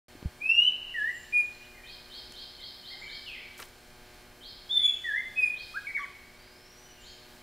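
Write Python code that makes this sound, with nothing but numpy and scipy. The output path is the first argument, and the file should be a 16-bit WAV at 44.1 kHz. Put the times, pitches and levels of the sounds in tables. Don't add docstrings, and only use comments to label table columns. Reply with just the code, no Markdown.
import sys
import numpy as np
from scipy import signal
from scipy.fft import rfft, irfft, next_fast_len
from scipy.io import wavfile
from scipy.ndimage import uniform_filter1d

SR = 44100
rng = np.random.default_rng(int(sys.argv[2]) if len(sys.argv) > 2 else 0)


def gain_from_db(level_db):
    decades = np.asarray(level_db, float) / 20
    return 10 ** decades


def dump_mix(stems):
    frames = np.atleast_2d(stems).T
    limited = np.clip(frames, -1, 1)
    pcm = np.round(limited * 32767).astype(np.int16)
    wavfile.write(sys.argv[1], SR, pcm)


N = 327222

# time in seconds, pitch in Hz, level in dB.
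OPENERS = [
    [(0.39, 2175, -71), (0.42, 2446, -35.5), (0.486, 2650, -29.5), (0.496, 2648, -20.5),
     (0.542, 2857, -29.5), (0.552, 2761, -21), (0.69, 3048, -26.5)],
    [(4.69, 3120, -46), (4.712, 3637, -28.5), (4.78, 3512, -23.5), (4.786, 3446, -38.5), (4.862, 3449, -17),
     (4.93, 3260, -50)],
]
# start in seconds, fall in seconds, climb in seconds, lowest Hz, top Hz.
DIPS = [
    (.94, .062, .098, 1667, 1978),
    (5.04, .08, .055, 1618, 2080),
]
# start in seconds, length in seconds, pitch in Hz, drift in Hz per second, level in dB.
HELD_NOTES = [
    (1.322, 0.11, 2444, -6, -19),
    (5.356, 0.1354, 2556, -1300, -25),
]
# time in seconds, pitch in Hz, level in dB.
CHATTER = [
    [(5.737, 1162, -48), (5.765, 1504, -34.5), (5.775, 1667, -30), (5.79, 1587, -35)],
    [(5.864, 2140, -55), (5.871, 2271, -32.5), (5.886, 2230, -45), (5.896, 1850, -39)],
    [(5.942, 2175, -45), (5.949, 2307, -37.5), (5.966, 2210, -29.5), (5.975, 1710, -40.5),
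     (5.99, 1220, -58)],
    [(5.99, 1154, -42), (6.03, 1134, -45), (6.045, 1060, -39)],
]
OVERTONES_DB = [-45, -51, -42.5, -37.5, -47, -40.5, -51, -38, -45, -36]
# frequency in Hz, gain in dB.
BEAK_COLOUR = [(2000, -14), (3500, 18), (4200, -7), (5400, 8.5), (8000, -6), (10000, 6.5), (11500, -4),
               (13000, -10), (15500, -15.5)]
AWAY_DB = [-1, -5, -8, -1.5, -3.5, -1.5, -7.5, 6, 3, -4.5]
# delay in seconds, level in dB.
ECHOES = [(.0063, -9), (.0113, -7), (.0173, -4.5), (.0313, -10), (.047, -15), (.0805, -11)]
# level in dB, swell in seconds, end of near walls in seconds, drop after them in dB, t60 in seconds.
GARDEN_SCATTER = (-7.5, 0.015, 0.085, -6, 1.4)
DISTANCE_SCATTER = (2.5, .002, .19, -2, 1.6)
HEDGE_SCATTER = (2.5, 0.003, .15, -1.5, 0.85)

# start in seconds, level in dB.
CHIRPS = [(1.844, -50), (2.097, -46.5), (2.337, -46.5), (2.585, -46), (2.83, -46), (3.07, -45.5),
          (4.408, -48), (5.545, -49), (7.02, -53.5)]
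# seconds after the start, pitch in Hz, level in dB.
CHIRP_PARTS = [
    [(-.006, 3000, 2.5), (.006, 3222, -2.5), (.055, 3293, -11.5)],
    [(.012, 3350, 2.5), (.025, 4067, 1.5), (.045, 4396, 2.5), (.066, 4980, -6), (.09, 5260, -3.5)],
]
# start in seconds, length in seconds, start Hz, end Hz, level in dB.
SLURS = [(.59, 0.046, 3469, 4000, -55), (1.348, 0.077, 7270, 7020, -65), (1.52, 0.026, 4310, 4070, -59.5),
         (1.6, 0.066, 2590, 2976, -62.5), (1.74, .07, 2170, 1814, -57.5), (1.832, 0.043, 2347, 2500, -51.5),
         (2.595, 0.016, 2300, 1970, -56), (2.9, 0.029, 1840, 2130, -50.5), (2.925, 0.01, 850, 770, -55),
         (3.013, 0.033, 1940, 2320, -44.5), (3.034, .075, 2310, 2220, -51.5),
         (3.07, 0.058, 1585, 1785, -57.5), (3.245, .042, 3600, 3010, -48.5),
         (3.259, 0.059, 3093, 2394, -44), (3.332, .038, 2557, 1892, -47), (3.391, 0.047, 2177, 2290, -49),
         (4.758, 0.13, 1890, 2357, -56.5), (4.825, 0.086, 2106, 2690, -55),
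         (4.905, 0.059, 3270, 2990, -54.5), (5.996, 0.033, 3550, 2950, -57), (6.83, .19, 3090, 2780, -67.5),
         (7.305, 0.047, 5350, 5300, -67)]
# start in seconds, end pitch in Hz, level in dB.
SEEPS = [
    (1.105, 7120, -59),
    (2.971, 6700, -65.5),
    (4.836, 6470, -60),
    (6.988, 6440, -62),
]

# start in seconds, peak in dB, ring in Hz, fade in seconds, direction of the push.
BUMPS = [
    (.152, -38, 288, 0.0043, 0.99),
    (0.227, -24, 200, 0.00093, -1.3),
    (.249, -35.5, 161, 0.012, -1.36),
    (0.256, -16, 71, 0.01, 0.75),
]
# start in seconds, peak in dB, centre in Hz, width in Hz, length in seconds.
TICKS = [(0.227, -41.5, 900, 2500, 0.00088), (2.322, -34.5, 3500, 8950, .001),
         (2.338, -46, 6500, 6000, 0.00089), (2.354, -45.5, 6500, 8030, .001),
         (2.606, -47.5, 9000, 6060, .001), (3.579, -34, 10000, 12340, 0.0014),
         (3.595, -55, 2200, 3000, 0.00235), (3.5993, -32.5, 1507, 2500, 0.0029),
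         (3.6, -39, 11500, 10400, 0.0077), (3.6226, -31, 1570, 3000, 0.00091),
         (3.592, -38.5, 700, 1400, 0.023), (3.626, -30, 1790, 3480, 0.0041)]
# level in dB, centre in Hz, width in Hz.
SCRAPE = (-54, 7500, 11000)

# multiple of the motor rate, level in dB.
PUMP_PARTIALS = [(1, -9.5), (2, -2.5), (3, 0), (4, -7.5), (5, -4), (6, -4), (7, -6.5), (8, -10.5), (9, -10),
                 (10, -7.5), (11, -20.5), (12, -8.5), (13, -4.5), (14, -7), (15, -18), (16, -25.5),
                 (17, -12), (18, -6.5), (19, -10.5), (20, -8), (21, -15.5), (22, -16), (23, -15),
                 (24, -14.5), (25, -20.5), (26, -7), (30, -18.5), (34, -11.5), (35, -9.5), (38, -12),
                 (44, -12)]
# frequency in Hz, level in dB per Hz.
AIR_COLOUR = [(20, 2), (100, -7.5), (200, -12), (320, -12.5), (900, -17), (1250, -19), (1550, -16.5),
              (1900, -16), (2900, -20), (3400, -20.5), (4300, -18.5), (6000, -24.5), (10500, -27.5),
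              (15500, -29)]
# frequency in Hz, level in dB per Hz.
SIDE_COLOUR = [(20, -3), (60, -2.5), (300, -7.5), (1200, -10), (2500, -18), (4500, -15), (6000, -10.5),
               (15500, -9)]

EDGE_S = .005
DIP_S, DIP_FROM_HZ = 0.17, 1995
DIP_DB, DIP_START_DB, DIP_END_DB = -30.5, -5.5, -2
TURN_TIME, TURN_PITCH = 0.37, .2
SCOOP_S, SCOOP_HZ, SCOOP_DB = .019, 65, -16
SWELL_S, SWELL_DB = .025, 6
LET_GO_S, LET_GO_HZ, LET_GO_DB = .025, 30, -16

RISE_BEND, FALL_BEND = .92, .65
SEEP_S, SEEP_HZ = .078, 7620
RUN_S, RUN_STEP_S, RUN_NOTE_S, RUN_COUNT, RUN_DB = 6.385, .0628, .036, 9, -63.5
RUN_FIRST_HZ, RUN_TOP_HZ, RUN_CLIMB_HZ_S, RUN_SLUR_HZ = 4740, 5930, 3400, 360

SCRAPE_S, SCRAPE_FADE_S = 3.58, .105
PUMP_HZ, PUMP_DB = 121.4, -66
AIR_DB, SIDE_DB = -55, -67
START_S, TOP_HZ = 0.083, 15600


def level(x, db):
    return x * gain_from_db(db) / np.sqrt(np.mean(x ** 2))


def shape(hz, points):
    f, db = np.transpose(points)
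    return np.interp(np.log(np.maximum(hz, 1)), np.log(f), db)


def walk(rate):
    steps = rng.standard_normal(int(rate * N / SR) + 2)
    return 1.32 * np.interp(np.arange(N) * rate / SR, np.arange(len(steps)), steps)


def band(x, hz, width):
    b, a = signal.iirpeak(min(hz, .45 * SR), hz / width, fs=SR)
    return signal.lfilter(b, a, x)


def add(out, x, s):
    i = int(s * SR)
    out[i:i + len(x)] += x[:N - i]


def songbird():
    direct, away = np.zeros(N), np.zeros(N)
    for note, overtones_db, away_db in zip(phrases(), OVERTONES_DB, AWAY_DB):
        tone = whistle(note, overtones_db)
        add(direct, tone, note[0][0])
        add(away, tone * gain_from_db(away_db), note[0][0])
    garden = scatter(*GARDEN_SCATTER)
    for s, db in ECHOES:
        garden[int(s * SR)] += gain_from_db(db)
    return gain_from_db(-0.5) * direct + signal.fftconvolve(away, garden)[:N]


def phrases():
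    notes = []
    for opener, dip_row, held_row in zip(OPENERS, DIPS, HELD_NOTES):
        notes += [opener, dip(*dip_row), held(*held_row)]
    return notes + list(CHATTER)


def dip(s, fall, climb, low_hz, top_hz):
    bottom = s + fall
    end = s + max(DIP_S, fall + climb + EDGE_S)
    turn_hz = low_hz + TURN_PITCH * (top_hz - low_hz)
    return [(s, DIP_FROM_HZ, DIP_DB + DIP_START_DB),
            (bottom, low_hz, DIP_DB),
            (bottom + TURN_TIME * climb, turn_hz, DIP_DB),
            (bottom + climb, top_hz, DIP_DB),
            (end, top_hz, DIP_DB + DIP_END_DB)]


def held(s, length, hz, drift, db):
    end_hz = hz + drift * (length - SCOOP_S - LET_GO_S)
    return [(s, hz - SCOOP_HZ, db - SWELL_DB + SCOOP_DB),
            (s + SCOOP_S, hz, db - SWELL_DB),
            (s + SCOOP_S + SWELL_S, hz + drift * SWELL_S, db),
            (s + length - LET_GO_S, end_hz, db),
            (s + length, end_hz - LET_GO_HZ, db + LET_GO_DB)]


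def whistle(note, overtones_db):
    s, hz, db = np.transpose(note)
    t = np.arange(s[0], s[-1], 1 / SR)
    hz = uniform_filter1d(np.interp(t, s, hz), len(t) // 6, mode="nearest")
    phase = 2 * np.pi * np.cumsum(hz) / SR
    tone = np.sin(phase)
    flicker = rng.standard_normal((10, 32))
    for k in range(2, 10):
        patch_db = 5.5 * np.interp((t - s[0]) * 90, np.arange(32), flicker[k])
        overtone = gain_from_db(overtones_db + patch_db + shape(k * hz, BEAK_COLOUR)) * np.sin(k * phase)
        tone = tone + (k * hz < SR / 3) * overtone
    to_edge = np.minimum(t - s[0], s[-1] - t)
    edges = np.sin(np.pi / 2 * np.clip(to_edge / EDGE_S, 0, 1)) ** 2
    return np.sqrt(2) * gain_from_db(np.interp(t, s, db)) * edges * tone


def scatter(db, swell_s, walls_s, drop_db, t60_s):
    t = np.arange(int(1.5 * SR)) / SR
    noise = rng.standard_normal(len(t))
    low = signal.sosfilt(signal.butter(1, 4500, fs=SR, output="sos"), noise)
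    noise = low + (noise - low) * np.exp(-t / 0.16)
    swell = 1 - np.exp(-(t / swell_s) ** 2)
    tail = noise * swell * gain_from_db(-60 * t / t60_s + drop_db * (t > walls_s))
    return tail * gain_from_db(db) / np.sqrt(np.sum(tail ** 2))


def far_birds():
    hidden, behind = np.zeros(N), np.zeros(N)
    bends = 1 + .008 * rng.standard_normal((len(CHIRPS), 2))
    for (s, db), bend in zip(CHIRPS, bends):
        for part, b in zip(CHIRP_PARTS, bend):
            chirp = np.array(part) * [1, b, 1] + [0, 0, db]
            add(hidden, whistle(chirp, -63.5), s + part[0][0])
    for s, length, start_hz, end_hz, db in faint_calls():
        glide = RISE_BEND if end_hz > start_hz else FALL_BEND
        mid_hz = start_hz + (end_hz - start_hz) * glide
        call = whistle([(0, start_hz, db), (length / 2, mid_hz, db), (length, end_hz, db)], -54.5)
        add(hidden if mid_hz > 3000 and length > RUN_NOTE_S else behind, call, s)
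    hedge = scatter(*HEDGE_SCATTER)
    hedge[0] = gain_from_db(-2.5)
    far = signal.fftconvolve(hidden, scatter(*DISTANCE_SCATTER))[:N]
    return far + signal.fftconvolve(behind, hedge)[:N]


def faint_calls():
    seeps = [(s, SEEP_S, SEEP_HZ, hz, db) for s, hz, db in SEEPS]
    late = RUN_STEP_S * np.arange(RUN_COUNT)
    tops = np.minimum(RUN_FIRST_HZ + RUN_CLIMB_HZ_S * late, RUN_TOP_HZ)
    run = [(RUN_S + s, RUN_NOTE_S, hz - RUN_SLUR_HZ, hz, RUN_DB) for s, hz in zip(late, tops)]
    return list(SLURS) + seeps + run


def handling():
    out = np.zeros(N)
    t = np.arange(int(.2 * SR)) / SR
    for s, db, hz, fade, push in BUMPS:
        turns = hz * (t + 0.0005 * (1 - np.exp(-t / 0.0054)))
        envelope = np.exp(-t / fade) * np.minimum(t * hz * 6, 1)
        add(out, push * gain_from_db(db) * np.sin(2 * np.pi * turns) * envelope, s)
    for s, db, hz, width, length in TICKS:
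        grit = rng.standard_normal(len(t)) * np.exp(-t / length)
        burst = band(band(grit, hz, width), hz, width)
        add(out, gain_from_db(db) * burst / np.abs(burst).max(), s)
    db, hz, width = SCRAPE
    grains = rng.standard_normal(len(t)) * gain_from_db(2.4 * walk(120)[:len(t)])
    fade = np.exp(-(t / SCRAPE_FADE_S) ** 2)
    add(out, level(band(grains, hz, width), db) * fade, SCRAPE_S)
    return out


def pump():
    cycle = np.arange(1025) / 1024
    starts = rng.uniform(0, 2 * np.pi, size=48)
    wave = sum(gain_from_db(db) * np.sin(2 * np.pi * k * cycle + starts[int(k)]) for k, db in PUMP_PARTIALS)
    turns = np.cumsum(PUMP_HZ * (1 + 0.00095 * walk(2.5))) / SR
    return np.sqrt(2) * gain_from_db(PUMP_DB + .8 * walk(4)) * np.interp(turns % 1, cycle, wave)


def air(colour, db, count):
    size = next_fast_len(N)
    hz = np.fft.rfftfreq(size, 1 / SR)
    swell_db = 0.3 * walk(1.6)
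    noise = rfft(rng.standard_normal(size)) * gain_from_db(shape(hz, colour)) * (hz > 12)
    place = np.log(np.maximum(hz, 20) / 20) / np.log(SR / 40) * (count - 1)
    out = 0
    for k in range(count):
        share = np.clip(1 - np.abs(place - k), 0, 1)
        out = out + irfft(noise * share, size)[:N] * gain_from_db(swell_db + 1.1 * walk(7.9))
    return level(out, db)


def scene():
    mid = songbird() + far_birds() + handling() + pump() + air(AIR_COLOUR, AIR_DB, count=8)
    side = air(SIDE_COLOUR, SIDE_DB, count=2)
    return np.array([mid + side, mid - side])


def top_cut(x):
    return signal.sosfilt(signal.butter(12, 15750, fs=SR, output="sos"), x)


def record(dry):
    cut = signal.sosfilt(signal.ellip(8, .2, 60, TOP_HZ, fs=SR, output="sos"), dry)
    mix = cut * (np.arange(N) > START_S * SR)
    return top_cut(mix)


dry = scene()
out = record(dry)
dump_mix(out)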